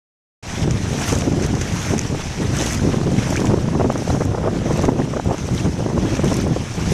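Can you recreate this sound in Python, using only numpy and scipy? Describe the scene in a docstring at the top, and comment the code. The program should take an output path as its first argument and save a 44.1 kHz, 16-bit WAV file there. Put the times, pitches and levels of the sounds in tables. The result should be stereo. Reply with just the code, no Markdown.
"""Small waves spill and wash up a flat sandy beach: a steady rush of foam, bubbles that thicken
as each crest builds and breaks, a few near drops. A gusty sea breeze buffets the two microphone
ports separately, rumbling and breaking into short rough puffs. The left port is a small cavity
that rings near 6 kHz and colours the water on that side."""
import sys
import numpy as np
from scipy import signal
from scipy.fft import rfft, irfft, next_fast_len
from scipy.io import wavfile
from scipy.ndimage import uniform_filter1d, map_coordinates

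SR = 44100
rng = np.random.default_rng(int(sys.argv[2]) if len(sys.argv) > 2 else 0)


def unload_wav(signal):
    """Save mono or channel-first audio to the path in sys.argv[1] as 16-bit WAV at rate SR, clipped to [-1, 1]."""
    wavfile.write(
        sys.argv[1],
        SR,
        np.round(np.clip(np.atleast_2d(signal).T, -1, 1) * 32767).astype(np.int16),
    )


N = 305613

# fineness of the turbulence, as base corner of the rumble: t/s, f/Hz
TURBULENCE = [(0.45, 220), (1.35, 272), (1.8, 254), (2.4, 250), (3.0, 282), (3.7, 316), (4.4, 336),
              (5.0, 342), (5.6, 270), (6.3, 268), (6.9, 229)]
# wind pressure on each port: t/s, level/dB
LEFT_GUSTS = [(0.44, -37), (0.63, -13.5), (0.72, -13), (0.82, -15), (1.07, -17.5), (1.16, -8.5),
              (1.22, -22), (1.35, -12.5), (1.52, -17), (1.67, -21), (1.73, -15.5), (1.79, -21), (1.88, -19),
              (2.33, -28.5), (2.39, -19), (2.51, -11.5), (2.6, -21.5), (2.87, -11), (2.96, -16),
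              (3.44, -15), (3.82, -16), (3.92, -23), (4.04, -24), (4.1, -15.5), (4.28, -12.5), (4.52, -19),
              (4.66, -11.5), (5.2, -27.5), (5.26, -16), (5.36, -32), (5.41, -20), (5.71, -16.5),
              (5.77, -18.5), (5.92, -12.5), (6.16, -18), (6.28, -12), (6.34, -19), (6.46, -12), (6.64, -28),
              (6.7, -22), (6.93, -12.5)]
RIGHT_GUSTS = [(0.44, -33.5), (0.62, -18.5), (0.77, -24.5), (0.95, -14.5), (1.13, -26), (1.28, -8.5),
               (1.34, -22), (1.56, -14), (1.7, -24.5), (1.88, -18.5), (1.94, -12.5), (2.0, -20.5),
               (2.12, -15), (2.21, -27), (2.63, -18.5), (2.9, -19), (2.96, -14), (3.26, -12.5), (3.44, -24),
               (3.5, -14), (3.648, -15), (3.83, -12), (4.13, -20.5), (4.4, -20), (4.46, -17), (4.6, -22),
               (4.81, -14.5), (5.17, -16), (5.23, -30), (5.26, -16), (5.47, -27.5), (5.53, -15),
               (5.62, -31), (5.68, -16), (5.72, -24), (5.86, -20.5), (6.3, -17.5), (6.55, -16.5),
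               (6.65, -22), (6.93, -19)]
TYPICAL_GUST_DB, TYPICAL_CORNER_HZ = -8.5, 291
# near wavelets: break t/s, level/dB, build/s, hold/s, fall/s, fizz/dB, spray delay/s, churn/dB
# the abrupt falls near 4.25, 4.87 and 6.43 s stand for a limiter ducking under wind puffs
WAVELETS = [(0.52, -38.5, 0.11, 0.12, 0.023, 0, .05, -55), (1.02, -35, 0.13, 0.076, 0.1, 4.5, 0.085, -47),
            (1.43, -42, 0.015, 0.033, 0.024, -1, .03, -48), (1.76, -38, 0.22, 0.14, 0.041, 3, 0.061, -36),
            (2.55, -36, 0.055, 0.2, 0.013, 3.5, 0.025, -41),
            (3.22, -40.5, 0.068, 0.18, 0.038, 3, 0.09, -40.5), (3.98, -45, 0.037, .26, 0.01, 3.5, .01, -48),
            (4.77, -40.5, 0.29, 0.092, 0.01, 0.5, .01, -43), (5.55, -42.5, 0.19, 0.037, 0.1, 3, 0.011, -54),
            (6.10, -39.5, 0.077, 0.071, .012, -0.5, .02, -44),
            (6.26, -39, 0.13, .16, 0.014, 1.5, 0.024, -44), (6.91, -57, 0.034, .05, .03, 5.5, .02, -53)]


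def amp(db):
    """Decibels to gain."""
    return 10 ** (np.asarray(db) / 20)


def unit(x):
    """Scale to rms 1."""
    return x / np.sqrt(np.mean(x ** 2) + 1e-20)


def levelled(x):
    """Scale to a running rms of 1."""
    return x / np.sqrt(np.abs(uniform_filter1d(x ** 2, size=2800)) + 1e-9)


def along(points, hz):
    """Read (f/Hz, value) points on a log axis."""
    point_hz, values = np.transpose(points)
    return np.interp(np.log(hz + 1), np.log(point_hz + 1), values)


def curve(points):
    """Read (t/s, value) points at every sample."""
    return np.interp(np.arange(N) / SR, *np.transpose(points))


def wobble(knots_per_s):
    """Smooth random curve."""
    knots = rng.standard_normal(8192)
    return map_coordinates(knots, [np.arange(N) * knots_per_s / SR], mode="wrap")


def filtered(x, response):
    """Apply a gain given as a function of f/Hz."""
    n_fft = next_fast_len(N + 8192)
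    return irfft(rfft(x, n_fft) * response(np.fft.rfftfreq(n_fft, 1 / SR)), n_fft)[..., :N]


def coloured(x, spectrum):
    """Shape by (f/Hz, level/dB) points, to rms 1."""
    return unit(filtered(x, lambda hz: amp(along(spectrum, hz))))


def add(track, at_s, sound):
    """Mix a sound into a track."""
    part = track[..., max(round(at_s * SR), 0):][..., :sound.shape[-1]]
    part += sound[..., :part.shape[-1]]


def rumble(gusts, boom):
    """Turbulence at one port: harder wind makes smaller eddies, so the rumble reaches higher."""
    # turbulence spectrum; extra boom of the left port: f/Hz, level/dB
    spectrum = [(15, -39), (30, -36), (50, -13.5), (80, -4.5), (125, 0), (250, -2), (500, -7.5),
                (1000, -13.5), (2500, -25)]
    left_boom = [(30, 17.5), (70, 7), (150, 0), (400, -0.5)]
    buffet_db = 2.5 * wobble(24)
    pressure_db = curve(gusts) - 0.6 + buffet_db
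    corner_hz = curve(TURBULENCE) * amp(0.29 * (pressure_db + 14.5) + 2.52 * wobble(110))
    noise = coloured(rng.standard_normal(N), spectrum)
    noise = filtered(noise, lambda hz: amp(boom * along(left_boom, hz)))
    # moving low-pass, by octave bands
    band_hz = 40 * 2 ** np.arange(7)[:, None]
    bands = filtered(noise, lambda hz: np.clip(1 - np.abs(np.log2(np.maximum(hz, 40) / band_hz)), 0, 1))
    flow = levelled(np.sum(bands / np.sqrt(1 + (band_hz / corner_hz) ** 4), axis=0))
    # pressure grows faster than air speed: fast swirls become lopsided kicks
    kicks = flow * (1 + 0.29 * np.abs(flow)) - 0.1 * (flow ** 2 - 1)
    # the slowest swells below about 24 Hz fall away
    vented = filtered(kicks, lambda hz: hz ** 2 / (hz ** 2 + 24 ** 2))
    return levelled(vented) * amp(pressure_db)


def lesser_eddies(port, count=160, typical_db=-22, scatter_db=8, typical_s=0.0028):
    """Random eddy rows for one port, stronger in gusts and in fine turbulence."""
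    place, size, stretch = rng.uniform(-0.944, 1, (count, 3)).T
    at = ((np.arange(count) + (place + 1) / 2) / count * (N - 1)).astype(int)
    gust_db = curve((LEFT_GUSTS, RIGHT_GUSTS)[port])[at] - TYPICAL_GUST_DB
    fineness_oct = np.log2(curve(TURBULENCE)[at] / TYPICAL_CORNER_HZ)
    level_db = typical_db + 0.39 * gust_db + 4.5 * fineness_oct + scatter_db * size
    return list(zip(at / SR, np.full(count, port), level_db, typical_s * 2 ** stretch))


def puffs(rasp_hz=900, rasp_db_per_oct=9):
    """Eddies tear past one port as ragged pressure bursts, raspier in fine turbulence."""
    # strongest eddies: t/s, port (0 left, 1 right), level/dB, length/s
    strong_eddies = [(0.583, 0, -19, 0.0043), (0.678, 0, -5, 0.0025), (0.944, 1, -17, 0.0056),
                     (1.128, 0, -8.5, 0.0016), (1.166, 0, -11.5, 0.007), (1.226, 1, -13, .004),
                     (1.265, 1, -21, 0.013), (1.57, 1, -18, 0.0064), (1.938, 1, -6.5, 0.0073),
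                     (2.15, 1, -12, 0.0057), (2.61, 1, -12.5, 0.015), (2.944, 1, -9.5, 0.0037),
                     (3.015, 1, -5, 0.0013), (3.074, 0, -13, 0.0048), (3.33, 0, -14, 0.015),
                     (3.397, 0, -9, 0.0022), (3.42, 0, -8.5, .003), (3.447, 0, -7, 0.0035),
                     (3.501, 1, -10, 0.0036), (3.508, 0, -9, 0.002), (3.519, 1, -11, 0.0046),
                     (3.537, 1, -8, 0.0028), (3.543, 1, -2, 0.0027), (3.585, 0, -17, .003),
                     (3.687, 0, -10, 0.0022), (3.752, 1, -9.5, 0.0042), (3.765, 1, -10, 0.0018),
                     (3.799, 1, -5.5, 0.0024), (3.809, 1, -5.5, 0.0038), (3.815, 0, -4, 0.0022),
                     (3.846, 1, -5, .002), (3.86, 1, -14, 0.0051), (3.902, 1, -0.5, 0.0018),
                     (3.958, 1, -4, 0.0017), (3.963, 1, -10, 0.0014), (4.023, 1, -12.5, .003),
                     (4.077, 1, -11, 0.004), (4.103, 0, -6.5, 0.0047), (4.15, 0, -14.5, 0.0057),
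                     (4.17, 1, -18, 0.0039), (4.209, 0, -7, 0.0037), (4.218, 0, -13, 0.0026),
                     (4.222, 1, -11, 0.0033), (4.258, 0, -16, 0.0036), (4.321, 0, -20, .004),
                     (4.352, 0, -11.5, 0.013), (4.384, 0, -10.5, 0.0033), (4.444, 0, -11.5, 0.011),
                     (4.462, 1, -12, 0.0032), (4.475, 1, -9, .008), (4.485, 1, -8, 0.0036),
                     (4.551, 0, -19, 0.011), (4.688, 0, -21, 0.016), (4.709, 1, -9, 0.006),
                     (4.767, 0, -20, .01), (4.783, 1, -14, .003), (4.795, 1, -11, 0.0048),
                     (4.837, 1, -12, 0.0034), (4.844, 1, -15, 0.0033), (4.846, 0, -18.5, 0.026),
                     (4.884, 0, -8.5, 0.004), (4.89, 0, 0.5, 0.0026), (4.921, 1, -11, 0.003),
                     (4.932, 1, -14.5, .002), (5.001, 1, -10.5, 0.003), (5.076, 1, -19, 0.0062),
                     (5.139, 1, -11.5, 0.0038), (5.169, 1, -9, 0.007), (5.199, 1, -6, 0.0018),
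                     (5.29, 1, -17, 0.015), (5.308, 1, -15, 0.0042), (5.319, 1, -9.5, 0.0042),
                     (5.335, 1, -13, 0.011), (5.489, 0, -14.5, 0.0046), (5.663, 1, -18, 0.018),
                     (5.806, 0, -12, 0.0075), (5.864, 1, -7, 0.0031), (5.911, 0, -17.5, 0.015),
                     (5.979, 0, -7.5, 0.0034), (6.052, 0, -11, 0.0046), (6.195, 0, -5.5, 0.0035),
                     (6.245, 0, -8, 0.011), (6.318, 1, -9, 0.011), (6.471, 1, -13, 0.0093),
                     (6.564, 1, -10.5, .005), (6.571, 0, -12.5, 0.005)]
    # puff spectrum: f/Hz, level/dB
    spectrum = [(60, -1), (150, -8.5), (300, 6.5), (500, 3), (750, -3), (1050, -8), (1500, -17.5),
                (2200, -30.5), (4000, -71), (8000, -80)]
    out, t = np.zeros((2, N)), np.arange(N) / SR
    ragged = amp(4 * np.array([wobble(170), wobble(170)]))
    flutter = coloured(rng.standard_normal((2, N)), spectrum)
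    rasp = filtered(flutter, lambda hz: 1 / (1 + (rasp_hz / (hz + 1)) ** 4))
    rasp_gain = amp(rasp_db_per_oct * np.log2(curve(TURBULENCE) / TYPICAL_CORNER_HZ))
    flutter = ragged * (flutter + rasp * (rasp_gain - 1))
    for at_s, port, level_db, length_s in strong_eddies + lesser_eddies(0) + lesser_eddies(1):
        near = slice(*np.searchsorted(t, [at_s - 5 * length_s, at_s + 5 * length_s]))
        swell = 1 / (1 + 2.44 * ((t[near] - at_s) / length_s) ** 2) ** 1.15  # tight core, weak skirt
        burst = unit(swell * flutter[int(port), near]) * np.sqrt(np.mean(swell ** 2))
        out[int(port), near] += amp(level_db) * burst
    return out


def drops(attack_s=0.0006):
    """Near drops open the surface and smack with a tiny burst of spray, small ones brighter."""
    # impacts: t/s, level/dB, tilt/(dB/octave), t60/s, left minus right/dB
    impacts = [(0.7086, -16.5, -2, 0.013, 12.5), (1.017, -19, 3, .018, -3), (1.09, -16, 0, .02, 0),
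               (1.123, -14, 1, .02, 5), (1.134, -17, -3, .012, 4), (1.152, -17, 2, .015, 7),
               (1.186, -17.5, 5, .018, 0), (1.208, -14.5, -5, 0.013, 2), (1.219, -19, -9.5, 0.015, 2),
               (1.325, -22, -6, .012, 4), (1.423, -19, 1, 0.02, 3), (1.463, -24, 12, .018, 2),
               (1.551, -19, -2, 0.015, 5), (1.612, -15.5, -5, 0.034, 1), (1.755, -28, 0, .01, -6),
               (1.895, -19, 2, .012, 2), (1.980, -13, -2, 0.013, -3), (1.9916, -6, -2, 0.0093, 2),
               (2.013, -18.5, -2, 0.019, 0), (2.111, -31, 9, .01, 0), (2.567, -15, 5, .014, -2),
               (2.612, -14, -7, 0.019, -5), (2.621, -14, 0, .012, 0), (2.662, -15, 5, 0.022, 0),
               (2.724, -14, 4, .012, 2), (2.732, -15.5, 8, .01, 2), (2.745, -16, 4, 0.013, -4),
               (2.774, -20, -2, .014, 2), (3.117, -24, 3, .012, -2), (3.304, -19, 7, .016, -2),
               (3.363, -15, -4, 0.021, -3), (3.402, -16, -3, 0.013, 2), (3.455, -16, -3, 0.013, -1),
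               (3.469, -19, -7, 0.016, 1), (3.925, -29, 10, .012, -7), (3.977, -21, 1, .012, 4),
               (4.252, -23, 5, 0.011, -9), (4.729, -23, 3, .012, -5), (4.774, -22, 13, .012, 3),
               (4.822, -20, 3, .012, -3), (4.852, -17, -7, 0.02, 0), (5.246, -31, 12, .014, -3),
               (5.381, -21.5, -6, .012, -1), (5.47, -29, 8, .012, -5), (5.538, -22.5, 0, .012, -2),
               (5.548, -23, 10, .012, 0), (5.789, -35, 11, 0.011, 0), (6.153, -22, -7, .012, 7),
               (6.168, -21, -2, .014, 4), (6.243, -18, 5, 0.011, -5), (6.33, -20, -2, .014, 4),
               (6.341, -19, 8, 0.016, -2), (6.367, -19, 9, .016, -2), (6.413, -27, 14, .014, -3),
               (6.478, -30, 11, .012, -3), (6.739, -25, 0, .012, 1), (6.888, -24, -4, .012, 5)]
    colour_hz_db = [(1000, -3), (4000, -5.5), (7000, 6.5), (10000, -5), (15000, -18)]
    out, t = np.zeros((2, N)), np.arange(SR // 25) / SR
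    octaves = np.log2(np.clip(np.fft.rfftfreq(len(t), 1 / SR), 2000, 12000) / 6000)
    for at_s, level_db, tilt_db, t60_s, pan_db in impacts:
        spray = irfft(rfft(rng.standard_normal((2, len(t)))) * amp(tilt_db * octaves), len(t))
        sides = amp([[pan_db / 2], [-pan_db / 2]])
        envelope = amp(level_db - 60 * t / t60_s) * (1 - np.exp(-t / attack_s))
        add(out, at_s, sides * envelope * spray)
    return filtered(out, lambda hz: amp(along(colour_hz_db, hz)))


def gulps(attack_s=0.00035):
    """Air trapped under a crest rings with a rising bubble note."""
    # air pockets: t/s, f/Hz, level/dB, t60/s
    pockets = [(1.322, 2250, -31, 0.014), (1.613, 2270, -30, 0.018), (1.655, 1890, -32, 0.021),
               (2.775, 1923, -29, 0.02), (2.794, 1460, -23.5, 0.025), (2.808, 1580, -32, 0.017),
               (3.186, 2060, -20, 0.014), (3.357, 1530, -11, 0.0073), (3.371, 2290, -15.5, 0.019),
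               (3.378, 2660, -21, .011), (4.102, 3880, -26, .025), (4.214, 2000, -25, 0.016),
               (5.019, 1760, -20, 0.0099), (5.579, 3700, -10.5, 0.004), (5.583, 3000, -28, .02),
               (5.600, 2600, -24, .015), (6.150, 2380, -25, .015)]
    out, t = np.zeros((2, N)), np.arange(SR // 25) / SR
    for at_s, hz, level_db, t60_s in pockets:
        note = np.sin(2 * np.pi * hz * t * (1 + 0.1 * np.minimum(t / t60_s, 1)))
        envelope = amp(level_db - 60 * t / t60_s) * (1 - np.exp(-t / attack_s))
        add(out, at_s, envelope * note)
    return out


def bubbles(count, centre_hz, spread, cycles, scatter_db, rise, samples):
    """Stereo bubble cloud at rms 1: damped sines whose pitch rises as they near the surface."""
    t = np.arange(samples) / SR
    when, where, polarity = rng.random((3, count, 1))
    hz = np.clip(centre_hz * np.exp(spread * rng.standard_normal((count, 1))), 500, 16000)
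    gain = amp(scatter_db * np.minimum(rng.exponential(size=(count, 1)), 4.5))
    age = hz * t / cycles
    envelope = gain * np.exp(-age) * (1 - t / t[-1])
    ring = envelope * np.sin(2 * np.pi * hz * t * (1 + rise * np.minimum(age, 2)))
    ring *= np.sign(polarity - 0.5) * np.sqrt(hz / centre_hz)
    at = (when * N).astype(int) + np.arange(samples)
    lag = (where * 28).astype(int)  # wide shore: each bubble has its own delay between the ports
    left = np.bincount((at + 14).ravel(), ring.ravel(), N)[:N]
    right = np.bincount((at + lag).ravel(), ring.ravel(), N)[:N]
    return unit(np.array([left, right]))


def foam(patchy_db):
    """Countless far bubbles merge into a patchy white rush, partly shared by both ports."""
    # left-right likeness: f/Hz, correlation/0-1
    correlation = [(300, 1), (1500, 0.21), (4000, 0.22), (8000, 0.07)]
    spectra = signal.stft(rng.standard_normal((2, N)), nperseg=512)[2]
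    patches = uniform_filter1d(rng.standard_normal(spectra.shape[1:]), size=7, axis=0)
    patches = uniform_filter1d(patches, size=6, axis=1)
    pair = signal.istft(spectra * amp(patchy_db * unit(patches)), nperseg=512)[1][:, :N]
    width_rad = lambda hz: np.arccos(np.clip(along(correlation, hz), -1, 1)) / 2
    mid, side = filtered(pair, lambda hz: np.array([np.cos(width_rad(hz)), np.sin(width_rad(hz))]))
    return unit(np.array([mid + side, mid - side]))


def wavelet_swell(break_s, build_s, hold_s, fall_s):
    """Envelope of a wavelet's sound: it builds, holds and falls away."""
    t = np.arange(N) / SR - break_s
    return np.exp(np.minimum(t, 0) / build_s - np.maximum(t - hold_s, 0) / fall_s)


def churning():
    """Toppling wavelets fold in large bubbles that give a hollow midrange."""
    swell = sum(amp(churn_db) * wavelet_swell(break_s, build_s, hold_s, fall_s)
                for break_s, _, build_s, hold_s, fall_s, _, _, churn_db in WAVELETS)
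    return swell * bubbles(2200, 1427, spread=0.36, cycles=5.3, scatter_db=1, rise=0.062, samples=360)


def sea_state(wash_fizz_db=-1.8):
    """Water level and fizz in dB: wavelets ride on the duller wash, each followed by its spray."""
    # wash along the whole shore: t/s, level/dB
    wash = [(0.43, -47.5), (0.8, -39), (1.35, -41.5), (2.2, -39.5), (3.1, -39.5), (3.75, -42.5),
            (4.35, -47), (5.1, -43), (5.9, -44), (6.5, -42), (6.93, -36)]
    power, fizz_db = amp(curve(wash)) ** 2, wash_fizz_db
    for break_s, level_db, *shape_s, spray_db, delay_s, _ in WAVELETS:
        power += (amp(level_db) * wavelet_swell(break_s, *shape_s)) ** 2
        fizz_db += spray_db * wavelet_swell(break_s + delay_s, *shape_s)
    return 10 * np.log10(power), fizz_db


def surf(gain_db=7, crest_from_db=-38, fizz_hz=5000):
    """Foam, spray and bubbles swell together; a breaking crest is grainier and throws finer spray."""
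    # spectra of the foam and of its finest crackle: f/Hz, level/dB
    foam_spectrum = [(100, 15), (300, -0.5), (800, 8.5), (1150, 5), (1600, 3.5), (2200, 3), (3000, 0.5),
                     (4600, -0.5), (7000, 1), (8500, -1.5), (10000, -5.5), (12000, -11.5), (14500, -25)]
    crackle_spectrum = [(3000, -22), (6000, 5), (9000, -8), (12000, -1), (14500, -7)]
    level_db, fizz_db = sea_state()
    crest_db = level_db - crest_from_db
    spray = bubbles(7500, 6420, spread=0.535, cycles=2.5, scatter_db=2.5, rise=0.035, samples=128)
    babble = bubbles(5000, 2259, spread=0.525, cycles=4.9, scatter_db=3, rise=0.043, samples=400)
    grain = amp(0.13 * crest_db) * (amp(-12) * spray + amp(-13.5) * babble)
    water = coloured(foam(patchy_db=1.8) + grain, foam_spectrum)
    fizz = filtered(water, lambda hz: 1 / (1 + (fizz_hz / (hz + 1)) ** 8))
    water += fizz * (amp(fizz_db) - 1)
    # a crest sheds fine droplets, throws coarse spatter ahead and folds in air that gurgles
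    droplets = bubbles(7000, 9950, spread=0.22, cycles=4.5, scatter_db=4.5, rise=0, samples=96)
    water += coloured(droplets, crackle_spectrum) * amp(fizz_db - 21.5 + 1.6 * crest_db)
    spatter = bubbles(2500, 3290, spread=0.18, cycles=1.7, scatter_db=4, rise=0.055, samples=160)
    clumps = unit(amp(11 * wobble(60)))
    water += clumps * spatter * amp(-18 + 2.5 * crest_db)
    gurgle = bubbles(1500, 1966, spread=0.31, cycles=10.2, scatter_db=3, rise=0.12, samples=400)
    water += gurgle * amp(-18.5 + 1.6 * crest_db)
    flicker_db = 0.94 * wobble(70) + 0.74 * wobble(16)
    return water * amp(level_db + gain_db + flicker_db)


def scene():
    """The water is heard through the ports; the wind strikes them directly."""
    # cavity response of the left port: f/Hz, level/dB
    left_port = [(400, 3.5), (1100, 2.5), (1600, 5.5), (2200, 5), (3000, 5), (3800, 3), (4600, 1.5),
                 (5400, 8), (6100, 10.5), (7000, 1.5), (8500, -5.5), (10000, -7.5), (12500, -14),
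                 (14500, -31)]
    water = surf() + churning() + drops() + gulps()
    water = filtered(water, lambda hz: amp([along(left_port, hz), np.zeros_like(hz)]))
    wind = np.array([rumble(LEFT_GUSTS, boom=True), rumble(RIGHT_GUSTS, boom=False)])
    return water + wind + puffs()


def record(dry, start_s=0.425, fade_s=0.006, ceiling=0.93, top_hz=15000):
    """Open after a short silence, round off the tallest peaks, low-pass steeply."""
    opening = np.clip((np.arange(N) / SR - start_s) / fade_s, 0, 1)
    rounded = dry / (1 + np.abs(dry / ceiling) ** 6) ** (1 / 6)
    return filtered(rounded * opening, lambda hz: 1 / (1 + (hz / top_hz) ** 120))


dry = scene()
out = record(dry)
unload_wav(out)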